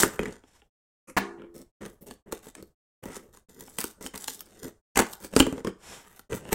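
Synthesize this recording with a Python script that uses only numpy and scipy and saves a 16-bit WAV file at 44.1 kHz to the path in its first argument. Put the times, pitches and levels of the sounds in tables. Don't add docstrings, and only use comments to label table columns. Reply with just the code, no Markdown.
import sys
import numpy as np
from scipy import signal
from scipy.fft import rfft, irfft
from scipy.io import wavfile
from scipy.ndimage import uniform_filter1d

SR = 44100
rng = np.random.default_rng(int(sys.argv[2]) if len(sys.argv) > 2 else 0)


def master(y):
    cut = np.clip(np.atleast_2d(y).T, -1, 1)
    pcm = np.round(cut * 32767)
    wavfile.write(sys.argv[1], SR, pcm.astype(np.int16))


N = 288502
TIME = np.arange(N) / SR
HIT = TIME[:8192]

# (frequency [Hz], level [dB], t60 [s])
PANEL_MODES = [(55.6, -14.5, 0.07), (131, -6.5, 0.014), (199.8, -3.5, 0.053), (249.4, -5.5, 0.071),
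               (316, -3, 0.047), (399.3, -4.5, 0.065), (436.6, -3, 0.057), (527, -0.5, 0.023)]
# (frequency [Hz], relative level [dB])
BOARD_COLOUR = [(350, -37), (620, -2.5), (800, 6), (1300, 4.5), (2300, -2), (3100, -3), (3800, -16),
                (6000, -41.5)]
# (frequency [Hz], relative level [dB])
FIBRE_COLOUR = [(2000, -32.5), (3600, -5), (5000, -4.5), (6800, -0.5), (8800, 0.5), (10500, -7),
                (13000, -6.5), (16000, -11.5)]
# (start [s], attack [s], length [s], panel rumble [dB], board rasp [dB], fibre fizz [dB], top-octave gain [dB])
STROKES = [(0.0, 0.00039, 0.032, -34, -31, -26, -1), (0.033, .005, 0.041, -29.5, -41, -41, 1),
           (0.114, 0.035, 0.036, -43, -51, -51, 3), (0.174, 0.045, 0.11, -34, -45, -51.5, -7),
           (0.303, .02, 0.065, -54, -59.5, -59, -12), (1.366, 0.027, 0.089, -50.5, -61.5, -89, -5),
           (1.539, 0.016, 0.077, -47.5, -65, -58.5, 6.5), (1.807, 0.0072, 0.058, -39, -49.5, -56, -7),
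           (1.872, 0.0087, 0.061, -58, -74, -67, 4), (2.008, .008, 0.034, -52, -72, -66, 18.5),
           (2.062, 0.011, 0.059, -46, -56, -51.5, -3), (2.259, 0.017, 0.041, -45, -60, -72, 2),
           (2.312, 0.0069, 0.056, -49, -52, -53, 1), (2.42, 0.034, 0.067, -59.5, -59, -53, 3),
           (2.564, 0.0052, 0.038, -48.5, -60, -58.5, -8), (2.639, 0.044, 0.034, -61.5, -93.5, -74, 7.5),
           (3.024, 0.0087, 0.082, -45, -54, -57, 6), (3.107, 0.047, 0.06, -49, -45.5, -45, -7),
           (3.195, 0.011, 0.098, -55.5, -73, -77.5, 9), (3.323, .02, 0.054, -63.5, -63, -58, 1),
           (3.484, 0.01, .07, -55, -64.5, -60, 1), (3.565, 0.022, 0.066, -48, -58.5, -55, 5),
           (3.65, .015, 0.22, -59, -66.5, -57, 2), (3.781, 0.0094, 0.027, -53, -42.5, -36, 6),
           (3.825, .005, 0.086, -58.5, -61, -51, 2), (3.961, .02, .045, -57.5, -84, -90.5, 6),
           (4.007, 0.008, .07, -45.5, -52, -46.5, 0), (4.134, 0.007, 0.02, -48, -43.5, -50.5, 0),
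           (4.18, .015, 0.11, -58, -57.5, -48, 0), (4.274, .005, 0.059, -53, -58, -39.5, -1.5),
           (4.344, 0.0067, 0.12, -61, -68, -65, 6.5), (4.436, 0.17, 0.216, -52, -59, -55, -5.5),
           (4.622, 0.019, 0.058, -40, -53, -52.5, 3), (4.955, 0.005, 0.019, -34, -34, -33.5, -5.5),
           (4.977, 0.014, 0.027, -25, -23.5, -31.5, -0.5), (5.077, 0.027, 0.067, -55.5, -69.5, -51.5, 5.5),
           (5.197, 0.059, 0.055, -41, -47, -42, 6), (5.301, 0.053, .055, -42, -50.5, -49.5, -4),
           (5.361, 0.0039, 0.058, -31.5, -37, -34.5, -5), (5.426, .005, 0.18, -38, -53, -57, -2.5),
           (5.645, 0.033, 0.039, -32, -44, -53.5, -9), (5.775, 0.14, 0.39, -59.5, -56.5, -59, -2),
           (6.131, 0.075, 0.063, -68, -65, -59, 7), (6.295, 0.017, 0.05, -36, -44.5, -45.5, -7),
           (6.349, 0.03, 0.031, -47, -54, -51.5, 6.5), (6.397, 0.095, 0.1, -41.5, -48.5, -52.5, -11),
           (6.507, 0.018, .03, -44, -33, -36.5, 4)]


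def undb(db):
    return 10 ** (np.asarray(db) / 20)


def unit(x):
    return x / np.sqrt(np.mean(x ** 2))


def blow(x):
    return x * np.sqrt(.005 * SR / np.sum(x ** 2))


def add(out, start_s, x):
    i = int(np.clip(start_s * SR, 0, N - 1))
    out[i:i + len(x)] += x[:N - i]


def through(x, response):
    return signal.fftconvolve(x, response)[:len(x)]


def log_frequency(size):
    return np.log2(np.maximum(np.fft.rfftfreq(size, 1 / SR), 1))


def colour(points, ripple_db=0, peak_hz=1000, peak_db=0, size=1024, count=90):
    hz, db = np.transpose(points)
    octave = log_frequency(size)
    curve = np.interp(octave, np.log2(hz), db)
    ripple_octave = np.linspace(np.log2(300), octave[-1], count)
    curve += ripple_db * np.interp(octave, ripple_octave, rng.standard_normal(count))
    curve += peak_db * np.exp(-((octave - np.log2(peak_hz)) / .25) ** 2)
    cepstrum = irfft(np.log(undb(curve)))
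    cepstrum[1:size // 2] *= 2
    cepstrum[size // 2 + 1:] = 0
    return irfft(np.exp(rfft(cepstrum)))


def ring(modes, t, detune=0, scatter_db=0):
    hz, db, t60 = np.transpose(modes)[:, :, None]
    tension, weight, sign = rng.standard_normal((3, len(modes), 1))
    waves = np.sin(2 * np.pi * hz * (1 + detune * tension) * t) * undb(-60 * t / t60)
    return np.sum(waves * undb(db + scatter_db * weight) * np.sign(sign), axis=0)


def wander(rate):
    points = rng.standard_normal(4096)
    return np.interp(TIME * rate, np.arange(len(points)), points)


def pressure(start_s, attack_s, length_s):
    sag_db_per_s, release_s = 14, 0.017
    age = TIME - start_s
    hold = undb(-sag_db_per_s * np.clip(age, 0, length_s))
    release = np.exp(-np.maximum(age - length_s, 0) / release_s)
    return np.clip(age / attack_s, 0, 1) * hold * release


def room_tone(level_db=-66):
    # (frequency [Hz], relative level [dB])
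    air_colour = [(20, 3.5), (55, 5.5), (110, -1.5), (250, -13.5), (600, -11.5), (2000, -37), (8000, -34.5),
                  (16000, -38.5)]
    noise = rng.standard_normal(N)
    return undb(level_db) * unit(through(noise, colour(air_colour, size=4096)))


def room(gap_s=0.0043, build_s=0.008):
    # (frequency [Hz], t60 [s], level against the sound sent in [dB])
    tail_bands = [(60, 0.2, -12.5), (296, 0.21, -13), (990, 0.53, -16), (2980, 0.22, -11.5),
                  (8000, 0.36, -17), (15000, 0.045, -11.5)]
    t = TIME[:SR]
    hz, t60, db = np.transpose(tail_bands)
    noise = rfft(rng.standard_normal(SR))
    octave = log_frequency(SR)
    onset = 1 - np.exp(-np.maximum(t - gap_s, 0) / build_s)
    out = 0
    for share, decay_s, band_db in zip(np.eye(len(hz)), t60, db):
        fade = onset * np.exp(-np.log(1000) * t / decay_s)
        band = irfft(noise * np.interp(octave, np.log2(hz), share), SR)
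        out = out + undb(band_db) * band * fade / np.sqrt(np.sum(fade ** 2))
    return out


def sleeve(fold_rate=60):
    # (middle [s], width [s], level [dB])
    swishes = [(0.534, 0.052, -62), (5.926, 0.054, -44)]
    # (frequency [Hz], relative level [dB])
    cloth_colour = [(100, 9.5), (500, 12), (1500, 9), (3200, 6), (4700, 2), (5800, 7.5), (8500, 4),
                    (12000, -3.5), (16000, -28)]
    swell = sum(undb(db) * np.exp(-((TIME - middle) / width) ** 2 / 2) for middle, width, db in swishes)
    cloth = 0
    for _ in range(3):
        weave = rng.standard_normal(N) * undb(4 * wander(fold_rate))
        cloth = cloth + through(weave, colour(cloth_colour, ripple_db=3.5))
    return swell * unit(cloth)


def noise_puff(start_s=1.071, attack_s=0.021, length_s=0.029, level_db=-43, rough_db=3):
    # (frequency [Hz], relative level [dB])
    puff_colour = [(59, -45), (100, -21), (328, -5.5), (415, -15.5), (558, -8.5), (662, -36.5),
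                   (1230, -11.5), (1550, -28.5), (2370, -20.5), (3400, -47), (6560, -28), (11200, -27),
                   (16000, -55.5)]
    rough_noise = rng.standard_normal(N) * undb(rough_db * wander(150))
    puff = unit(through(rough_noise, colour(puff_colour, ripple_db=1)))
    return undb(level_db) * pressure(start_s, attack_s, length_s) * puff


def dropped_tool(ring_db=-2, stilled_s=1.64, still_time_s=.02):
    # (time [s], level [dB])
    bounces = [(1.1666, -24.5), (1.1703, -18.5), (1.174, -22), (1.1781, -19), (1.181, -28.5),
               (1.1847, -22.5)]
    # (frequency [Hz], relative level [dB])
    landing_colour = [(90, -11), (190, -2.5), (330, 4), (600, -5), (1200, -1.5), (1750, -2), (2400, -10),
                      (4000, -18.5), (7000, -20.5), (11000, -28.5), (16000, -24)]
    # (frequency [Hz], level before ring_db [dB], t60 [s])
    ring_modes = [(198, -24.5, 0.33), (254, -46, 1.2), (273.7, -39.5, 0.61), (315, -40, .35),
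                  (342, -37.5, 2.1), (398, -31, .65), (431, -50.5, 2.9), (470, -40, .6), (1736, -41.5, .25)]
    clatter = np.zeros(N)
    for s, db in bounces:
        contact = rng.standard_normal(len(HIT)) * np.exp(-HIT / .003)
        hit = through(contact, colour(landing_colour, ripple_db=2))
        add(clatter, s, undb(db) * blow(hit))
    tone = np.zeros(N)
    add(tone, bounces[0][0], undb(ring_db) * ring(ring_modes, TIME[:SR]))
    damping = (1 - np.tanh((TIME - stilled_s) / still_time_s)) / 2
    return clatter, tone * damping


def crackle(rate, spread_db, most_db):
    size = undb(np.minimum(spread_db * rng.exponential(size=N), most_db))
    return unit((rng.random(N) < rate / SR) * size * rng.choice([-1, 1], N))


def scraping(smooth=0.56, stick_db=2.0, slip_rate=110, count=8):
    forces = np.array([pressure(start, attack, length) for start, attack, length, *_ in STROKES])
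    part_db = [(panel_db, board_db, fibre_db) for *_, panel_db, board_db, fibre_db, _ in STROKES]
    levels = undb(part_db).T @ forces
    slips = undb(stick_db * wander(slip_rate))
    grips = np.array([undb(16 * wander(13)) for _ in range(count)])
    grips /= np.sqrt(np.sum(grips ** 2, axis=0))
    panel = board = fibre = 0
    for grip in grips:
        coarse = crackle(rate=550, spread_db=6, most_db=21) + smooth * rng.standard_normal(N)
        fine = crackle(rate=800, spread_db=6.5, most_db=25) + coarse / 2
        drag = grip * slips
        panel = panel + unit(through(drag * coarse, ring(PANEL_MODES, HIT, detune=.05, scatter_db=2.5)))
        board = board + unit(through(drag * coarse, colour(BOARD_COLOUR, ripple_db=5.5, count=60)))
        fibre = fibre + unit(through(drag * fine, colour(FIBRE_COLOUR, ripple_db=5, count=80)))
    return sum(level * unit(part) for level, part in zip(levels, (panel, board, fibre)))


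def snaps(burst_s=0.00081, rise_s=.0001, thump_db=-1.5, push_s=0.00089, lead_s=0.0046, lead=.058,
          resonance_db=7):
    # (time [s], panel thump before thump_db [dB], board crack [dB],
    # fibre fizz [dB], crack resonance [Hz])
    snap_events = [(0.027, -40.5, -34, -23, 1646), (0.0329, -13.5, -18, -19.5, 1574),
                   (0.0335, -24, -17.5, -32, 2920), (0.1923, -18.5, -26.5, -40.5, 2390),
                   (0.214, -25.5, -50, -50, 830), (0.2325, -40, -39, -44, 3020),
                   (0.2565, -37, -33.5, -44.5, 1790), (0.3249, -49.5, -56.5, -48, 1700),
                   (0.4375, -49.5, -56, -74, 812), (0.619, -59, -56, -89, 862),
                   (1.4195, -42.5, -48.5, -68, 1467), (1.8529, -34.5, -47, -47, 775),
                   (1.8603, -49, -48.5, -44.5, 820), (2.110, -39, -42.5, -44, 3290),
                   (2.3235, -55, -35, -34.5, 1240), (2.327, -25, -40, -39, 930),
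                   (2.4691, -39, -55, -52, 1590), (2.5516, -53, -46, -42.5, 1290),
                   (2.6256, -37.5, -58, -50, 1253), (3.0378, -42, -43, -49.5, 930),
                   (3.056, -32, -45.5, -52, 896), (3.166, -34.5, -46, -40, 1250),
                   (3.348, -52.5, -59, -59, 1410), (3.372, -54, -55, -52, 1090),
                   (3.6076, -69, -51, -42, 1810), (3.68, -52, -48.5, -69, 980),
                   (3.7856, -30, -31.5, -28, 2394), (3.8151, -56, -37.5, -50, 2090),
                   (3.8409, -28, -33, -29.5, 1370), (4.0561, -35, -62, -43, 3000),
                   (4.063, -56, -36, -36, 3020), (4.142, -38.5, -44, -49.5, 1160),
                   (4.1576, -42.5, -53, -37, 840), (4.1766, -47, -49, -35, 3000),
                   (4.242, -65, -46, -35, 3200), (4.281, -39.5, -31.5, -29, 2030),
                   (4.393, -63.5, -64, -47, 3180), (4.4064, -76, -46.5, -39.5, 3150),
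                   (4.6317, -38, -48.5, -42, 1107), (4.9586, -50, -30.5, -34, 2590),
                   (4.9716, -18.5, -19.5, -36, 2026), (4.9738, -25, -23.5, -19, 2060),
                   (4.9943, -21, -28.5, -28, 1370), (4.9909, -17, -18, -20.5, 1320),
                   (5.0016, -16, -26.5, -27, 2950), (5.067, -54, -43.5, -46, 3000),
                   (5.1333, -61.5, -45, -37.5, 3420), (5.337, -30, -41.5, -44, 2720),
                   (5.364, -8.5, -21, -19, 1360), (5.3912, -43.5, -36.5, -24.5, 1966),
                   (5.3993, -32.5, -24.5, -18, 3050), (5.4025, -6, -12.5, -18.5, 2850),
                   (5.4243, -18.5, -31, -39, 1243), (5.467, -18, -32.5, -38, 1670),
                   (5.5257, -23, -41, -44, 790), (5.5797, -32, -41.5, -54, 875),
                   (5.6473, -23, -33.5, -40.5, 1070), (5.671, -22, -33, -38, 1240),
                   (6.1938, -50.5, -47, -48, 1410), (6.3214, -26, -43, -49, 2690),
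                   (6.329, -36.5, -36, -45, 2670), (6.5221, -21.5, -36, -46, 2860),
                   (6.5288, -19.5, -25.5, -24.5, 2010)]
    out = np.zeros(N)
    early_s, trail_s, trail = .01, .007, .11
    after = np.maximum(HIT - early_s, 0)
    shape = (1 - np.exp(-after / rise_s)) * (np.exp(-after / burst_s) + trail * np.exp(-after / trail_s))
    faint_swell = lead * np.exp(-np.abs(HIT - early_s) / lead_s)
    push = 1 - np.exp(-after / push_s)
    for s, panel_db, board_db, fibre_db, hz in snap_events:
        breaks = rng.standard_normal(len(HIT)) * undb(4 * rng.standard_normal(len(HIT)))
        fibre = through((shape + faint_swell) * breaks, colour(FIBRE_COLOUR, ripple_db=4.5, count=130))
        crack_colour = colour(BOARD_COLOUR, ripple_db=3.5, peak_hz=hz, peak_db=resonance_db)
        board = through(shape * breaks, crack_colour)
        panel = ring(PANEL_MODES, after, detune=.04, scatter_db=2.5) * push
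        snap = undb(panel_db + thump_db) * blow(panel)
        snap += undb(board_db) * blow(board)
        snap += undb(fibre_db) * blow(fibre)
        add(out, s - early_s, snap)
    return out


def brighten(x, edge_hz=10500):
    share = 1 - 1 / (1 + (np.fft.rfftfreq(N, 1 / SR) / edge_hz) ** 16)
    top = irfft(rfft(x) * share, N)
    start, _, length, *_, top_db = np.transpose(STROKES)
    gain = undb(np.interp(TIME, start + length / 2, top_db))
    return x + (gain - 1) * top


def scene(far_db=5):
    near = brighten(snaps() + scraping()) + sleeve() + noise_puff()
    clatter, tone = dropped_tool()
    tail = through(near + undb(far_db) * clatter, room())
    return np.tile(near + clatter + tone + tail + room_tone(), (2, 1))


def gate(x, open_db=-64, hold_s=0.027, release_s=0.038, rumble_hz=200):
    heard = signal.sosfilt(signal.butter(2, rumble_hz, "high", fs=SR, output="sos"), x)
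    loud = uniform_filter1d(heard ** 2, size=256) > undb(open_db) ** 2
    quiet_s = TIME - np.maximum.accumulate(np.where(loud, TIME, 0))
    gain = np.clip(1 - (quiet_s - hold_s) / release_s, undb(-45), 1)
    return uniform_filter1d(gain, size=128)


def record(dry):
    gated = np.clip(dry * gate(dry[0]), -1, 1)
    return signal.sosfilt(signal.ellip(8, .2, 70, 15900, fs=SR, output="sos"), gated)


dry = scene()
out = record(dry)
master(out)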